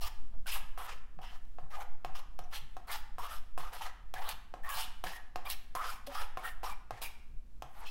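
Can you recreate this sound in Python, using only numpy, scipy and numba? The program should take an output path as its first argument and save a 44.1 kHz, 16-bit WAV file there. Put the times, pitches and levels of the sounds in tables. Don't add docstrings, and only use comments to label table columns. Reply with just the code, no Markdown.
import sys
import numpy as np
from scipy import signal
from scipy.fft import rfft, irfft
from scipy.io import wavfile
from scipy.ndimage import uniform_filter1d
from numba import njit

SR = 44100
rng = np.random.default_rng(int(sys.argv[2]) if len(sys.argv) > 2 else 0)


def to_linear_factor(level_db):
    exponent = np.asarray(level_db, float) / 20
    return 10 ** exponent


def wrap_up_sound(samples):
    columns = np.atleast_2d(samples).T
    tamed = np.clip(columns, -1, 1)
    steps = np.round(tamed * 32767).astype(np.int16)
    wavfile.write(sys.argv[1], SR, steps)


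N = 348588

# freq_hz, density_db
ROOM_TONE = [(35, -14), (60, 6), (103, -32), (227, -10.5), (492, -55), (760, -33.5), (3000, -38),
             (16000, -44.5)]
# freq_hz, density_db
DRAUGHT_SPECTRUM = [(1.2, 5.5), (2.0, 18.5), (17, -3), (24, -10), (90, -40.5), (120, -118), (200, -120)]
# time_s, level_db
GUST_LEVELS = [(0.0, -28), (0.51, -32.5), (3.5, -34), (3.56, -26.5), (3.8, -39), (3.849, -30), (4.0, -49),
               (4.161, -26.5), (4.25, -34), (6.16, -37), (6.199, -28), (6.4, -39), (6.65, -34.5),
               (7.08, -37.5), (7.37, -26.5), (7.48, -40), (7.68, -44), (7.9, -30.5)]
# freq_hz, width_hz, level_db
DRONE = [(25.4, 7, -65.5), (39.3, 3.4, -56)]
# start_s, peak_db, pitch_hz
SOFT_BUMPS = [(0.03, -35.5, 53), (0.219, -57, 247), (0.34, -50.5, 95), (0.358, -58, 199), (0.622, -54, 146),
              (1.167, -50.5, 157), (1.624, -49.5, 135), (1.873, -56, 140), (2.069, -51, 133),
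              (2.389, -50.5, 138), (2.618, -50.5, 142), (3.198, -49, 95), (3.59, -49, 141),
              (4.151, -54, 119), (4.328, -56, 144), (4.551, -62.5, 310), (4.748, -55, 148),
              (4.887, -66, 157), (5.061, -50.5, 175), (5.6, -71, 135), (6.075, -47.5, 266),
              (6.075, -38.5, 565), (6.198, -58, 113), (6.701, -60.5, 207), (6.918, -44, 108),
              (7.036, -63, 418), (7.328, -55, 145), (7.639, -52, 133)]
# centre_hz, t60_s, level_db
ROOM_OCTAVES = [(402, 0.33, 8.5), (867, 0.5, 2), (1570, 0.8, 2), (2950, 0.4, 0), (6100, 0.4, -0.5),
                (11300, 0.17, 4.5)]
# freq_hz, width_hz, level_db, t60_s
BLADE_MODES = [(2350, 320, 0, .75), (2770, 260, -4, .55), (3650, 400, -9, .5), (5400, 300, -10, .55),
               (6450, 500, -12, .4), (8310, 350, -11, .45), (9850, 600, -12, .3)]
# start_s, length_s, from_hz, to_hz, level_db
BLADE_SQUEAKS = [(.457, 0.025, 1560, 1500, -46), (2.435, 0.015, 5900, 5900, -66),
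                 (2.889, 0.049, 1755, 1750, -50.5), (2.886, .04, 2090, 2150, -50.5),
                 (4.158, 0.021, 1720, 1630, -47), (4.632, 0.065, 1800, 1900, -49),
                 (4.695, 0.065, 1720, 1600, -48), (.015, .05, 1220, 1150, -50),
                 (6.38, .02, 2200, 2200, -54), (1.72, 0.043, 1294, 1190, -49),
                 (5.123, 0.07, 1870, 1880, -53), (5.452, 0.034, 2350, 2400, -49),
                 (5.456, 0.026, 4750, 4830, -60), (6.198, 0.033, 1750, 1720, -52),
                 (6.435, 0.1, 1860, 1830, -48), (6.7, 0.05, 2350, 2350, -53),
                 (7.026, 0.058, 2390, 2400, -50.5), (7.03, 0.032, 2850, 2770, -59),
                 (7.851, 0.046, 2550, 2660, -52)]
# start_s, length_s, from_hz, to_hz, level_db
SINGING_RUNS = [(.78, 0.096, 1270, 1170, -53.5), (1.765, 0.037, 820, 805, -46.5),
                (2.535, 0.029, 1720, 1460, -51), (3.19, 0.022, 1010, 1050, -40),
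                (3.225, 0.062, 1170, 1200, -44.5), (3.3, 0.059, 1250, 1290, -47),
                (3.62, 0.081, 1080, 1310, -51), (3.805, 0.021, 870, 845, -40.5),
                (4.15, 0.08, 780, 805, -48), (4.66, 0.11, 1140, 1160, -43.5),
                (5.455, 0.057, 1150, 1130, -47), (5.755, 0.024, 1050, 1090, -36),
                (5.787, 0.038, 1220, 1250, -37.5), (5.83, 0.04, 1270, 1360, -42.5),
                (5.88, .035, 1320, 1370, -42.5), (6.14, 0.073, 1120, 1330, -44),
                (6.43, 0.044, 1320, 1420, -44.5), (6.635, 0.022, 790, 820, -41),
                (1.2, 0.044, 700, 885, -56.5), (4.24, 0.045, 1160, 1190, -49.5),
                (6.66, 0.024, 1110, 1150, -41), (6.69, .02, 1150, 1100, -44.5),
                (6.715, 0.017, 900, 890, -47), (7.8, 0.055, 840, 940, -55.5)]
# start_s, length_s, from_hz, to_hz, level_db
FREE_END_PATCHES = [(.012, 0.034, 5360, 5270, -50.5), (.012, 0.044, 4000, 4650, -52.5),
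                    (.015, 0.06, 2980, 3040, -53.5), (.32, 0.047, 800, 700, -65.5),
                    (.47, .03, 2900, 2900, -56), (.51, 0.05, 2950, 2850, -52),
                    (6.15, 0.061, 1610, 1750, -50.5), (6.435, 0.055, 1690, 1600, -51.5),
                    (2.53, 0.056, 4200, 4100, -52.5), (.778, .05, 1110, 1010, -50),
                    (.905, 0.035, 2500, 2520, -52.5), (2.15, 0.025, 3200, 2900, -54),
                    (3.815, 0.027, 2790, 2770, -51), (.47, .08, 5400, 4970, -52),
                    (1.215, 0.11, 2830, 2950, -58), (1.22, 0.087, 5430, 5050, -68),
                    (1.25, 0.077, 1870, 1870, -62), (1.71, .03, 5600, 5700, -70),
                    (1.8, 0.018, 6200, 6160, -66), (2.875, 0.049, 4300, 4340, -60),
                    (2.91, .06, 3200, 3100, -54.5), (3.19, .06, 5400, 5400, -65),
                    (4.21, .1, 3100, 3200, -57.5), (4.25, 0.076, 3730, 4600, -52.5),
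                    (4.74, .045, 4180, 4200, -49), (4.78, 0.064, 2900, 2850, -49),
                    (4.805, 0.055, 3460, 3400, -49.5), (5.45, 0.031, 3300, 3300, -55),
                    (5.51, 0.05, 2680, 2580, -54), (6.13, 0.1, 4850, 5360, -57),
                    (6.15, .09, 3200, 3100, -55.5), (6.19, .06, 2420, 2500, -56),
                    (6.43, 0.063, 3200, 3420, -58), (6.64, 0.036, 5460, 5450, -54.5),
                    (7.85, 0.047, 3100, 3100, -55), (7.85, 0.046, 4230, 4200, -62)]
# start_s, peak_db, cloth_pitch_hz, crack_db (re peak)
LANDINGS = [(0.459, -44, 1500, -4), (0.776, -33, 1180, -4), (1.189, -38.5, 726, -42), (1.452, -59, 910, 7),
            (1.585, -35, 716, -38), (2.047, -26.5, 790, -7), (2.39, -33, 780, -5), (2.443, -54, 721.3, 3),
            (2.767, -33.5, 785, -11), (3.183, -30.5, 1055, -15), (3.577, -26.5, 990, -14),
            (3.812, -46, 896, 2), (4.139, -31.5, 765, 0.5), (4.29, -45, 740, 26), (4.539, -30.5, 676, -16),
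            (4.691, -44.5, 1120, 18), (5.039, -25.5, 920, 1.5), (5.358, -25.5, 810, -4.5),
            (5.5, -44.5, 1240, 26), (5.751, -26, 1070, -4.5), (6.072, -36.5, 586, 2.5),
            (6.372, -25.5, 1110, -15), (6.632, -30.5, 796, -12), (6.907, -27.5, 746, -11),
            (7.017, -37, 754, 7), (7.622, -30.5, 820, -6)]
# freq_hz, width_hz, level_db
CLOTH_MODES = [(518, 60, -10), (740, 55, 5), (1060, 45, 0.5), (1240, 40, -3), (1580, 70, -8),
               (2540, 120, -8), (3160, 900, -26)]
# freq_hz, width_hz, level_db
MOVING_CLOTH_MODES = [(555, 110, -9), (740, 31, 1.5), (870, 175, 3.5), (1170, 310, -0.5), (1750, 280, -5.5)]
# freq_hz, width_hz, level_db
RASP_MODES = [(2480, 630, 2), (2900, 420, 3), (3300, 880, 0.5), (4100, 740, -3), (4970, 520, -1.5),
              (5540, 400, -9), (6460, 1050, -14)]
# freq_hz, width_hz, level_db
HISS_MODES = [(8650, 5700, -11.5), (11080, 4100, -9.5), (12900, 4100, -10.5), (17220, 4700, 5)]
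# start_s, length_s, touch_db, lift_db, thread_rate_hz
WEAVE_DRAGS = [(0.0, 0.084, -43, -51, 1070), (0.462, 0.11, -47, -44, 1010), (0.773, .16, -43, -52.5, 1100),
               (1.221, 0.14, -52.5, -59.5, 1000), (1.701, 0.13, -49.5, -50, 840),
               (2.137, 0.064, -56, -49, 980), (2.513, 0.071, -44, -51.5, 1210),
               (2.87, 0.09, -41.5, -44, 1207), (3.177, 0.19, -47, -48.5, 1030),
               (3.586, 0.1, -42, -56, 1060), (3.716, 0.05, -38.5, -44, 960),
               (3.804, 0.096, -41.5, -56, 835), (4.14, 0.064, -38, -53, 790),
               (4.208, .12, -46, -47.5, 1060), (4.628, 0.18, -48.5, -45, 1240),
               (5.054, 0.15, -44, -59.5, 1060), (5.441, 0.1, -42, -49.5, 1170),
               (5.747, 0.19, -43.5, -49, 1210), (6.079, 0.15, -53, -45, 1100),
               (6.391, 0.099, -56, -41, 1290), (6.626, 0.11, -44.5, -49, 1040),
               (6.92, 0.077, -55, -58, 880), (7.004, 0.048, -44, -51.5, 775),
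               (7.715, 0.16, -59.5, -50.5, 900)]
# start_s, length_s, rasp_touch_db, rasp_lift_db, hiss_db (re rasp)
PAINT_SLIDES = [(0.0, 0.078, -45, -43.5, -1.5), (0.465, 0.06, -41, -42, -2.5),
                (0.777, 0.088, -50.5, -55.5, 1), (1.212, 0.17, -60.5, -68, -4), (1.699, 0.13, -73, -62, 5),
                (2.147, 0.05, -47.5, -50, -7.5), (2.869, 0.061, -72, -52.5, 11.5),
                (3.183, 0.084, -51.5, -50, -1), (3.574, 0.14, -48, -65, -2),
                (3.727, 0.075, -46.5, -55, -2.5), (4.14, 0.18, -67.5, -52.5, 4.5),
                (4.63, 0.041, -79, -74, 17), (4.693, 0.15, -48.5, -49.5, 5.5),
                (5.038, .13, -43.5, -47, -7.5), (5.45, 0.064, -55.5, -55, 2), (5.75, 0.13, -48.5, -71, 2.5),
                (6.064, 0.046, -41, -67, -5), (6.368, 0.034, -70, -76, 14),
                (6.629, 0.094, -49, -50.5, -1.5), (6.964, 0.03, -87, -68, -16), (7.66, 0.15, -85, -66, 6.5)]
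# peak_s, rise_s, fall_s, rasp_db, hiss_db (re rasp)
WRIST_FLICKS = [(0.531, 0.016, 0.045, -41, 2.5), (.92, 0.037, 0.058, -54.5, -12),
                (2.555, 0.029, 0.03, -44.5, -1.5), (2.93, 0.016, 0.047, -43, -3),
                (3.33, 0.038, 0.044, -45.5, -4.5), (3.824, 0.0085, 0.038, -43.5, -5.5),
                (4.299, 0.0094, 0.022, -39, -7), (4.8, 0.073, 0.047, -37.5, -7.5),
                (5.513, 0.019, 0.023, -34.5, -6), (5.89, 0.042, 0.062, -42.5, -6.5),
                (6.2, 0.064, 0.043, -47.5, -1.5), (6.459, 0.024, 0.046, -50.5, 2),
                (7.026, 0.008, 0.04, -39, -2.5), (7.87, 0.012, 0.04, -50, -11)]

ROOM_TONE_DB = -66
ROOM_DB, SQUEAK_ECHO_DB = -8.5, -8
ECHO_CHANGE_S = 0.2
FREE_S, FREE_DB = 7.03, -55.5
THUD_DB = -24.5
SNAP_DB, SNAP_PER_DB = 1, 0.5
TOUCH_S, SLIDE_TOUCH_S = 0.02, 0.005
LIFT_S, SWELL_DB = 0.015, -2
SPEED_UP = 0.25
WEAVE_DB, SING_PER_DB = -14, 1.5
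WANDER = 0.027
OPEN_S = 0.012


def unit(x):
    return x / np.sqrt(np.mean(x ** 2))


@njit
def svf(x, hz, width):
    y, band, low, g, k = np.empty(len(x)), 0., 0., 0., 0.
    for i in range(len(x)):
        if i == 0 or hz[i] != hz[i - 1]:
            g, k = np.tan(np.pi * hz[i] / SR), width / hz[i]
        v = (band + g * (x[i] - low)) / (1 + g * (g + k))
        band, low, y[i] = 2 * v - band, low + 2 * g * v, k * v
    return y


def ring(x, modes):
    return sum(to_linear_factor(db) * svf(x, np.full(len(x), 1. * hz), 1. * width) for hz, width, db in modes)


def walk(rate):
    hold = int(SR / rate)
    levels = np.repeat(rng.standard_normal(N // hold + 1), hold)
    return 2.85 * uniform_filter1d(levels, hold, mode="wrap")[:N]


def coloured(points):
    hz, db = np.transpose(points)
    f = np.arange(N // 2 + 1) * SR / N + 1e-3
    gain = to_linear_factor(np.interp(np.log(f), np.log(hz), db))
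    return unit(irfft(rfft(rng.standard_normal(N)) * gain, N))


def patchy(x, modes, patchy_db, rate):
    out = np.zeros(N)
    for hz, width, db in modes:
        straying_hz = hz * (1 + WANDER * np.tanh(walk(rate=12)))
        out += svf(x, straying_hz, 1. * width) * to_linear_factor(db + patchy_db * walk(rate))
    return unit(out)


def air():
    tone = to_linear_factor(ROOM_TONE_DB + 0.8 * walk(rate=6)) * coloured(ROOM_TONE)
    drone = np.zeros(N)
    for hz, width, db in DRONE:
        drone += to_linear_factor(db) * unit(ring(rng.standard_normal(N), [(hz, width, 0)]))
    gust_db = np.interp(np.arange(N) / SR, *np.transpose(GUST_LEVELS))
    return tone + drone + to_linear_factor(gust_db) * coloured(DRAUGHT_SPECTRUM)


def bumps():
    out, t = np.zeros(N + SR), np.arange(SR // 5) / SR
    swell = t / 0.018 * np.exp(1 - t / 0.012)
    for s, db, hz in SOFT_BUMPS:
        out[int(s * SR):][:len(t)] += to_linear_factor(db) * np.sin(2 * np.pi * hz * t) * swell
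    return out[:N]


def room(x):
    t, hop = np.arange(SR // 2) / SR, int(ECHO_CHANGE_S * SR)
    x, out = np.pad(x, 2 * hop), np.zeros(N + 2 * SR)
    fade = np.hanning(2 * hop)
    for start in range(hop, N + 2 * hop, hop):
        noise = rng.standard_normal(len(t))
        tail = sum(ring(noise, [(hz, 0.72 * hz, db)]) * to_linear_factor(-60 * t / t60) for hz, t60, db in ROOM_OCTAVES)
        tail = tail * np.clip((t - 0.002) / 0.0016, 0, 1)
        piece = x[start:start + 2 * hop]
        echo = signal.fftconvolve(piece * fade[:len(piece)], tail / np.sqrt(np.sum(tail ** 2)))
        out[start:start + len(echo)] += echo
    return out[2 * hop:][:N]


def freed_blade():
    t = np.clip(np.arange(N) / SR - FREE_S, 0, None)
    noise, out = rng.standard_normal(N), np.zeros(N)
    for hz, width, db, t60 in BLADE_MODES:
        mode = [(hz, width, 0)]
        out += unit(ring(ring(noise, mode), mode)) * to_linear_factor(db - 60 * t / t60)
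    return to_linear_factor(FREE_DB) * np.clip(t / 0.011, 0, 1) * out


def squeaks(table, width_hz):
    out = np.zeros(N + SR)
    for s, length, from_hz, to_hz, db in table:
        along = np.linspace(0, 1, int(length * SR))
        hz = from_hz + (to_hz - from_hz) * along
        noise = rng.standard_normal(SR // 4)[:len(along)]
        tone = svf(svf(noise, hz, width_hz), hz, width_hz)
        out[int(s * SR):][:len(along)] += to_linear_factor(db) * unit(tone) * np.sin(np.pi * along) ** 0.5
    return out[:N]


def knocks():
    out, t = np.zeros(N + SR), np.arange(SR // 8) / SR
    push = t / 0.000082 * np.exp(1 - t / 0.000094)
    thud = np.sin(2 * np.pi * 130 * t) * np.exp(-t / 0.013)
    thud = thud + 1.7 * np.sin(2 * np.pi * 400 * t) * np.exp(-t / 0.0046)
    for s, db, hz, crack_db in LANDINGS:
        noise = rng.standard_normal(len(t))
        body = ring(push, CLOTH_MODES) + ring(push, [(hz, 220, -3.)])
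        body = body + ring(0.048 * noise * np.exp(-t / 0.048), MOVING_CLOTH_MODES)
        burst = noise * (np.exp(-t / 0.00074) + 0.24 * np.exp(-t / 0.0074))
        snap = to_linear_factor(SNAP_DB + SNAP_PER_DB * crack_db) * ring(burst, HISS_MODES)
        crack = ring(burst, RASP_MODES) + snap
        knock = body / np.abs(body).max() + to_linear_factor(crack_db) * crack / np.abs(crack).max() + to_linear_factor(THUD_DB) * thud
        out[int((s + 0.0007) * SR):][:len(t)] += to_linear_factor(db) * knock
    return out[:N]


def contact(s, length, touch_db, lift_db, touch_s):
    gain, along = np.zeros((2, N))
    near = slice(int(s * SR), int((s + length + LIFT_S) * SR))
    t = np.arange(N)[near] / SR - s
    u = np.clip(t / length, 0, 1)
    touch = np.clip(t / touch_s, 0, 1)
    lift = np.clip(1 + (length - t) / LIFT_S, 0, 1) ** 2
    along[near] = u
    gain[near] = to_linear_factor(touch_db + (lift_db - touch_db) * u + SWELL_DB * np.sin(np.pi * u)) * touch * lift
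    return gain, along


def flick(s, rise, fall, db):
    t = np.arange(N) / SR - s
    return to_linear_factor(db) * np.exp(-(t / np.where(t < 0, rise, fall)) ** 2)


def strokes():
    drag, hz = np.zeros(N), np.full(N, 1000.)
    for s, length, touch_db, lift_db, thread_hz in WEAVE_DRAGS:
        gain, along = contact(s, length, touch_db, lift_db, TOUCH_S)
        drag = drag + gain
        hz = np.where(along > 0, thread_hz * (1 + SPEED_UP * (along - 0.5)), hz)
    edge = [(contact(*row[:4], SLIDE_TOUCH_S)[0], row[4]) for row in PAINT_SLIDES]
    edge += [(flick(*row[:4]), row[4]) for row in WRIST_FLICKS]
    scrape = np.sqrt(sum(gain ** 2 for gain, _ in edge))
    shear = np.sqrt(sum((gain * to_linear_factor(hiss_db)) ** 2 for gain, hiss_db in edge))

    slip = to_linear_factor(1.23 * walk(rate=70))
    grit = rng.standard_normal(N) * to_linear_factor(3.0 * np.minimum(rng.exponential(size=N), 5))
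    threads = svf(svf(grit, hz, 290.0), hz, 290.0) * to_linear_factor(2.0 * walk(rate=80))
    overtone = svf(unit(threads) ** 2, 2 * hz, 270.0)
    sing = to_linear_factor(WEAVE_DB) * (drag / to_linear_factor(-45)) ** SING_PER_DB
    chatter = sing * (unit(threads) + to_linear_factor(-12) * unit(overtone))
    chatter = chatter + patchy(grit, MOVING_CLOTH_MODES, 2.2, rate=35)
    rasp = patchy(grit, RASP_MODES, 2.2, rate=35)
    hiss = patchy(grit, HISS_MODES, 1.07, rate=170)
    chatter = signal.sosfilt(signal.butter(3, 480, "high", fs=SR, output="sos"), chatter)
    return drag * slip * chatter + to_linear_factor(-5.0) * scrape * rasp + to_linear_factor(1.5) * shear * hiss


def scene():
    knife = strokes() + knocks() + squeaks(FREE_END_PATCHES, 720.0)
    tones = squeaks(BLADE_SQUEAKS, 110.0) + squeaks(SINGING_RUNS, 200.0)
    echo = to_linear_factor(ROOM_DB) * room(knife + to_linear_factor(SQUEAK_ECHO_DB) * tones)
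    opening = np.clip(np.arange(N) / SR / OPEN_S, 0, 1) ** 2
    mix = (knife + tones + echo) * opening + freed_blade() + bumps() + air()
    return mix[None]


def low_pass(x):
    return signal.sosfilt(signal.butter(12, 16500, fs=SR, output="sos"), x)


def record(dry):
    top_cut = signal.ellip(8, 0.3, 45, 15750, fs=SR, output="sos")
    mix = signal.sosfilt(top_cut, dry)
    return low_pass(mix)


dry = scene()
out = record(dry)
wrap_up_sound(out)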